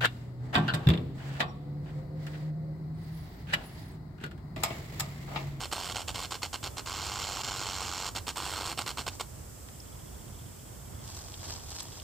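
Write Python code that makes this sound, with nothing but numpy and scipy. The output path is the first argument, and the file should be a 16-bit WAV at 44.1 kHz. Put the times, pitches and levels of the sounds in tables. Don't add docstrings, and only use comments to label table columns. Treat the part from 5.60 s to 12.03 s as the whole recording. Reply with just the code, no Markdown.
import sys
import numpy as np
from scipy import signal
from scipy.fft import rfft, irfft, next_fast_len
from scipy.io import wavfile
from scipy.ndimage import map_coordinates

SR = 44100
rng = np.random.default_rng(int(sys.argv[2]) if len(sys.argv) > 2 else 0)


def transcribe(signal):
    frames = np.atleast_2d(signal).T
    limited = np.clip(frames, -1, 1)
    pcm = np.round(limited * 32767).astype(np.int16)
    wavfile.write(sys.argv[1], SR, pcm)


N = 283563

# start t/s, end t/s, rate/(strokes a second), whip accent/dB
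TAIL_BURSTS = [(0.003, 0.063, 94, 0), (0.116, 0.325, 93.4, 8.5), (0.348, 0.424, 86.6, 3.5),
               (0.48, 0.517, 87, 4), (0.547, 0.654, 89, 3.5), (0.710, 0.766, 91.4, 3.5),
               (0.822, 0.864, 105, 8.5), (0.932, 0.957, 102, 3), (1.031, 1.078, 100, 6),
               (1.171, 1.205, 86, 5), (1.262, 1.331, 89, 3), (1.339, 1.815, 101, 1),
               (1.836, 2.494, 95.7, 2.5), (2.552, 2.591, 104, 3.5), (2.670, 2.714, 92, 2),
               (2.760, 3.137, 96.6, 1.5), (3.177, 3.22, 79, 5), (3.264, 3.309, 73.4, 5),
               (3.374, 3.417, 106, 4), (3.467, 3.485, 82, 5.5), (3.599, 3.617, 95, 5.5)]
# t/s, relative level/dB, pressure on the leaf/(0-1)
TAIL_EFFORT = [(0, -37, 0.12), (0.5, -36.5, 0.25), (1.28, -36.5, 0.56), (1.38, -35.5, 0.72),
               (2.4, -35.5, 0.86), (2.75, -35.5, 0.02), (3.6, -35.5, 0)]
# f/Hz, level/dB
LEAF_EQ = [(80, -27), (250, -9), (370, -3), (600, -8), (780, -2.5), (1350, -2), (1800, -11.3), (2700, -8),
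           (5000, -11), (6300, -17), (8300, -9), (9400, -23.5), (14500, -24)]
# f/Hz, width/Hz, level/dB
LEAF_RESONANCES = [(870, 130, 3.5), (1080, 110, 2), (2190, 160, 3.5), (2760, 160, 2.5), (3120, 420, 3.3),
                   (4330, 290, 6.8), (5610, 590, 4.5), (7005, 510, 5.6)]
# f/Hz, level/dB
PRESSED_EQ = [(400, -4.5), (1000, -0.5), (1800, -0.5), (4500, 0.5), (5400, 4), (7600, 6.5), (8600, -11),
              (14000, -3.5)]
# f/Hz, level/dB
GRAZE_EQ = [(700, -3.5), (2000, -0.5), (4500, 2.5), (8500, 1.5)]
# f/Hz, level/dB
CRACK_EQ = [(2000, -29), (6000, -6), (9000, -1), (14000, -1)]
# f/Hz, level/dB
RIM_EQ = [(350, -2), (560, 1.5), (720, 2.5), (950, -1.5), (2300, -0.5), (3200, 2.5), (4500, 0)]
# t/s, share/(0-1)
RIM_SHARE = [(0, 1), (1.0, 0.51), (1.35, 0.2)]
# f/Hz, left minus right level/dB
TAIL_BALANCE = [(300, -3.5), (2200, -2), (4300, -4), (5000, -6.5), (6200, -2), (7800, -3), (9000, 0)]
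# f/Hz, level/dB
SCATTER_SIDE_EQ = [(300, -27), (1200, -40), (3500, -34), (6000, -20), (9000, -10), (14000, -0.5)]
# centre t/s, length/s, relative level/dB
BODY_SHOVES = [(3.541, 0.1, -55), (5.56, 0.2, -54.5), (5.9, 0.17, -47), (6.159, 0.16, -49.5),
               (6.357, 0.15, -63)]
# f/Hz, level/dB
LITTER_MID_EQ = [(180, -31), (300, -3.5), (348, -3), (500, -5.5), (794, 0.5), (1140, -1.5), (1260, -6.5),
                 (2210, -12), (3340, -6.5), (5950, -6), (6680, -15.5), (8010, -4), (9450, -27),
                 (11300, -18), (15500, -27)]
LITTER_SIDE_EQ = [(180, -36), (300, -6), (348, -11), (526, -19), (985, -11), (2360, -22), (3020, -13),
                  (3870, -12), (4280, -2), (5390, -2), (8010, -4), (9450, -26), (15500, -25)]
# t/s, relative level/dB, f/Hz, spread/octaves
NEEDLE_SNAPS = [(4.087, -36, 2000, 0.9), (4.202, -35, 5300, .15), (5.477, -33, 4800, 0.84),
                (5.567, -33, 5000, 0.92), (5.740, -31.5, 3500, 0.28), (5.830, -32, 1000, 0.9),
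                (5.951, -35, 4500, 1.1), (6.104, -31.5, 6000, 0.64), (6.196, -29, 4500, 0.67),
                (6.203, -25, 4470, 0.7), (6.229, -29.5, 10000, 0.57), (6.399, -33, 3600, 0.45)]
# t/s, level/dB
MOTOR_FADER = [(3.7, -88), (4.05, -83), (4.15, -68), (4.7, -66), (5.1, -68.5), (6.43, -61)]
# f/Hz, level/dB
RUMBLE_MID_EQ = [(18, -54), (28, -17), (48, -5.5), (80, 0), (120, -5), (200, -15), (400, -20), (700, -24),
                 (1300, -28.5), (2400, -38.5), (5000, -68)]
RUMBLE_SIDE_EQ = [(18, -44), (30, -24), (60, -6), (110, -5), (200, -5.5), (450, -10), (1000, -15),
                  (2500, -27.5), (5000, -45)]
# f/Hz, level/dB
HISS_MID_EQ = [(1200, -13), (2300, -9), (3200, -6), (4000, -9), (5300, -3.5), (6600, -4), (7600, 2.5),
               (8400, -0.5), (9300, -6), (15500, -6.5)]
HISS_SIDE_EQ = [(1200, -20), (3000, -9), (4300, -8), (5000, -2.5), (6500, -2), (7800, 3.5), (9300, -5.5),
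                (15500, -6.5)]


def tail():
    free, pressed, grazes, pushes, cracks = strokes()
    blows = free + eq(pressed, PRESSED_EQ) + eq(grazes, GRAZE_EQ) + eq(cracks, CRACK_EQ)
    blows += coloured(pushes, lambda hz: -9 - 30 * (1 - bell(hz, 1150, 2000)))
    rim = curve(RIM_SHARE)
    blows = (1 - rim) * blows + eq(rim * blows, RIM_EQ)
    ring_db = lambda hz: sum(db * bell(hz, centre, width) for centre, width, db in LEAF_RESONANCES)
    direct = amp(8) * coloured(blows, lambda hz: along(LEAF_EQ, hz) + ring_db(hz))
    t = np.arange(SR // 5) / SR
    reverb_s = np.array([[.14], [.05]])
    scatter = rng.standard_normal((2, len(t))) * amp(-60 * t / reverb_s)
    scatter /= np.linalg.norm(scatter, axis=1, keepdims=True)
    late, wide = signal.fftconvolve(direct[None], scatter, axes=1)[:, :N]
    mid = direct + amp(-13) * late
    side = eq(wide, SCATTER_SIDE_EQ)
    left = coloured(mid + side, lambda hz: along(TAIL_BALANCE, hz) / 2)
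    right = coloured(mid - side, lambda hz: -along(TAIL_BALANCE, hz) / 2)
    return np.array([left, right])


def strokes(rise_s=.0019, graze_db=-7, crack_db=-11.5):
    free, pressed, grazes, pushes, cracks = np.zeros((5, N))
    times, levels, pressures = np.transpose(TAIL_EFFORT)
    for s, count, rate, accent_db in list(swings()):
        pressure = np.interp(s, times, pressures)
        graze_luck, timing_luck, crack_luck = rng.standard_normal(3)
        force = amp(np.interp(s, times, levels) + accent_db) * np.sqrt(SR / rate)
        attack_s = rise_s * (3 if count == 0 else 2)
        slap = force * contact(decay_s=.0048, click=.26, attack_s=attack_s, grain_db=4)
        add(free, s - attack_s, (1 - pressure) * slap)
        add(pressed, s - attack_s, pressure * slap)
        add(pushes, s, np.array([force]))
        tick = force * contact(decay_s=.0009, click=.3, attack_s=.0005, grain_db=3)
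        graze_gain = amp(graze_db - 1.5 * pressure + (3.5 - 1.71 * pressure) * graze_luck)
        add(grazes, s + (.46 + .12 * timing_luck) / rate, graze_gain * tick)
        crack_gain = amp(crack_db + .9 * accent_db + 6 * crack_luck)
        add(cracks, s + rise_s, crack_gain * tick)
    return free, pressed, grazes, pushes, cracks


def swings(tiring_per_s=.07, jitter=.05, scatter_db=1.05, wind_up_db=-.5, settle_db=-11, fade_db=6):
    for start, end, start_rate, whip_db in TAIL_BURSTS:
        s, coasting = start, 0
        for count, (timing_luck, level_luck) in enumerate(rng.standard_normal((80, 2))):
            rate = start_rate * (1 - tiring_per_s * (s - start))
            coasting += s > end - .3 / start_rate
            if coasting > 4:
                break
            accent_db = wind_up_db * (count == 0) + whip_db * (count == 1) + scatter_db * level_luck
            if coasting:
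                accent_db += settle_db - fade_db * (coasting - 1)
            slip_s = jitter * timing_luck * np.tanh(count / 4) / rate
            yield s + slip_s, count, rate, accent_db
            s += 1 / rate


def contact(decay_s, click, attack_s, grain_db):
    t = np.arange(SR // 40) / SR
    swell = np.minimum(t / attack_s, 1) ** 2 * np.exp(-np.maximum(t - attack_s, 0) / decay_s)
    crumble = rng.standard_normal(len(t)) * amp(grain_db * rng.standard_normal(len(t))) * swell
    crumble /= np.linalg.norm(crumble)
    crumble[round(attack_s * SR)] += click
    return crumble / np.linalg.norm(crumble)


def slide(grain_db=5, clump_db=2):
    grains = amp(grain_db * wobble(1800) + clump_db * wobble(130))
    t = np.arange(N) / SR
    shoving = sum(amp(db) * bell(t, s, length / 2) for s, length, db in BODY_SHOVES)
    crawling = amp(-56) * ramp(start_s=5.4, length_s=.048)
    return (crawling + shoving) * spread(grains, LITTER_MID_EQ, LITTER_SIDE_EQ, side_db=2.5, pan_db=-1)


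def snaps(decay_s=.0034):
    stereo = np.zeros((2, N))
    t = np.arange(SR // 25) / SR
    octave = np.log2(np.fft.rfftfreq(len(t), 1 / SR) + 1)
    for s, db, hz, octaves in NEEDLE_SNAPS:
        band = bell(octave, np.log2(hz), 2 * octaves)
        for channel in stereo:
            noise = irfft(rfft(rng.standard_normal(len(t))) * band, len(t))
            add(channel, s, amp(db - 7.5) * unit(noise) * np.exp(-t / decay_s))
    return stereo


def focus_motor(pairs_per_s=15, sync_s=4.125, gap_cycles=.33, width_cycles=.17):
    cycles = (np.arange(N) / SR - sync_s) * pairs_per_s
    steps = sum(bell((cycles - lag + .5) % 1, .557, width_cycles) for lag in (0, gap_cycles))
    housing_db = lambda hz: -40 + 40 * bell(hz, 3270, 1310)
    whir = unit(coloured(steps * rng.standard_normal(N), housing_db))
    return whir * amp(curve(MOTOR_FADER))


def whine(hz=3450, waver_hz=45):
    phase = 2 * np.pi * np.cumsum(hz + waver_hz * wobble(150)) / SR
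    flicker = amp(5 * wobble(25))
    fade = 1 - ramp(start_s=1.25, length_s=.25)
    return amp(-72.5) * flicker * fade * unit(np.sin(phase))


def outdoors():
    heave = amp(1.13 * wobble(9))
    rumble = amp(-46.5) * spread(heave, RUMBLE_MID_EQ, RUMBLE_SIDE_EQ, side_db=-8, pan_db=-3)
    hiss = amp(-54.5) * spread(1, HISS_MID_EQ, HISS_SIDE_EQ, side_db=-.5, pan_db=-1.3)
    return rumble + hiss


def spread(texture, mid_eq, side_eq, side_db, pan_db):
    mid = unit(eq(texture * rng.standard_normal(N), mid_eq))
    side = amp(side_db) * unit(eq(texture * rng.standard_normal(N), side_eq))
    return np.array([mid + side, mid - side]) * amp([[pan_db / 2], [-pan_db / 2]])


def eq(x, points):
    return coloured(x, lambda hz: along(points, hz))


def coloured(x, gain_db):
    size = 2 * next_fast_len(N // 2 + SR // 8)
    gain = amp(gain_db(np.fft.rfftfreq(size, 1 / SR)))
    cepstrum = irfft(np.log(gain + 1e-6))
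    cepstrum[1:size // 2] *= 2
    cepstrum[size // 2 + 1:] = 0
    return irfft(rfft(x, size) * np.exp(rfft(cepstrum)), size)[..., :N]


def along(points, hz):
    freqs, levels = np.transpose(points)
    return np.interp(np.log(hz + 1), np.log(freqs + 1), levels)


def curve(rows):
    return np.interp(np.arange(N) / SR, *np.transpose(rows))


def ramp(start_s, length_s):
    return np.clip((np.arange(N) / SR - start_s) / length_s, 0, 1)


def wobble(rate):
    knots = rng.standard_normal(int(N * rate / SR) + 4)
    return map_coordinates(knots, [np.arange(N) * rate / SR])


def bell(x, centre, width):
    return np.exp(-2 * ((x - centre) / width) ** 2)


def amp(db):
    return 10 ** (np.asarray(db) / 20)


def unit(x):
    return x / np.sqrt(np.mean(x ** 2) + 1e-20)


def add(track, s, sound):
    part = track[max(0, round(s * SR)):][:len(sound)]
    part += sound[:len(part)]


def scene():
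    return tail() + slide() + snaps() + focus_motor() + whine() + outdoors()


def record(dry):
    top_hz = 15550
    size = next_fast_len(N + SR // 2)
    passband = np.fft.rfftfreq(size, 1 / SR) < top_hz
    return irfft(rfft(dry, size) * passband, size)[..., :N]


dry = scene()
out = record(dry)
transcribe(out)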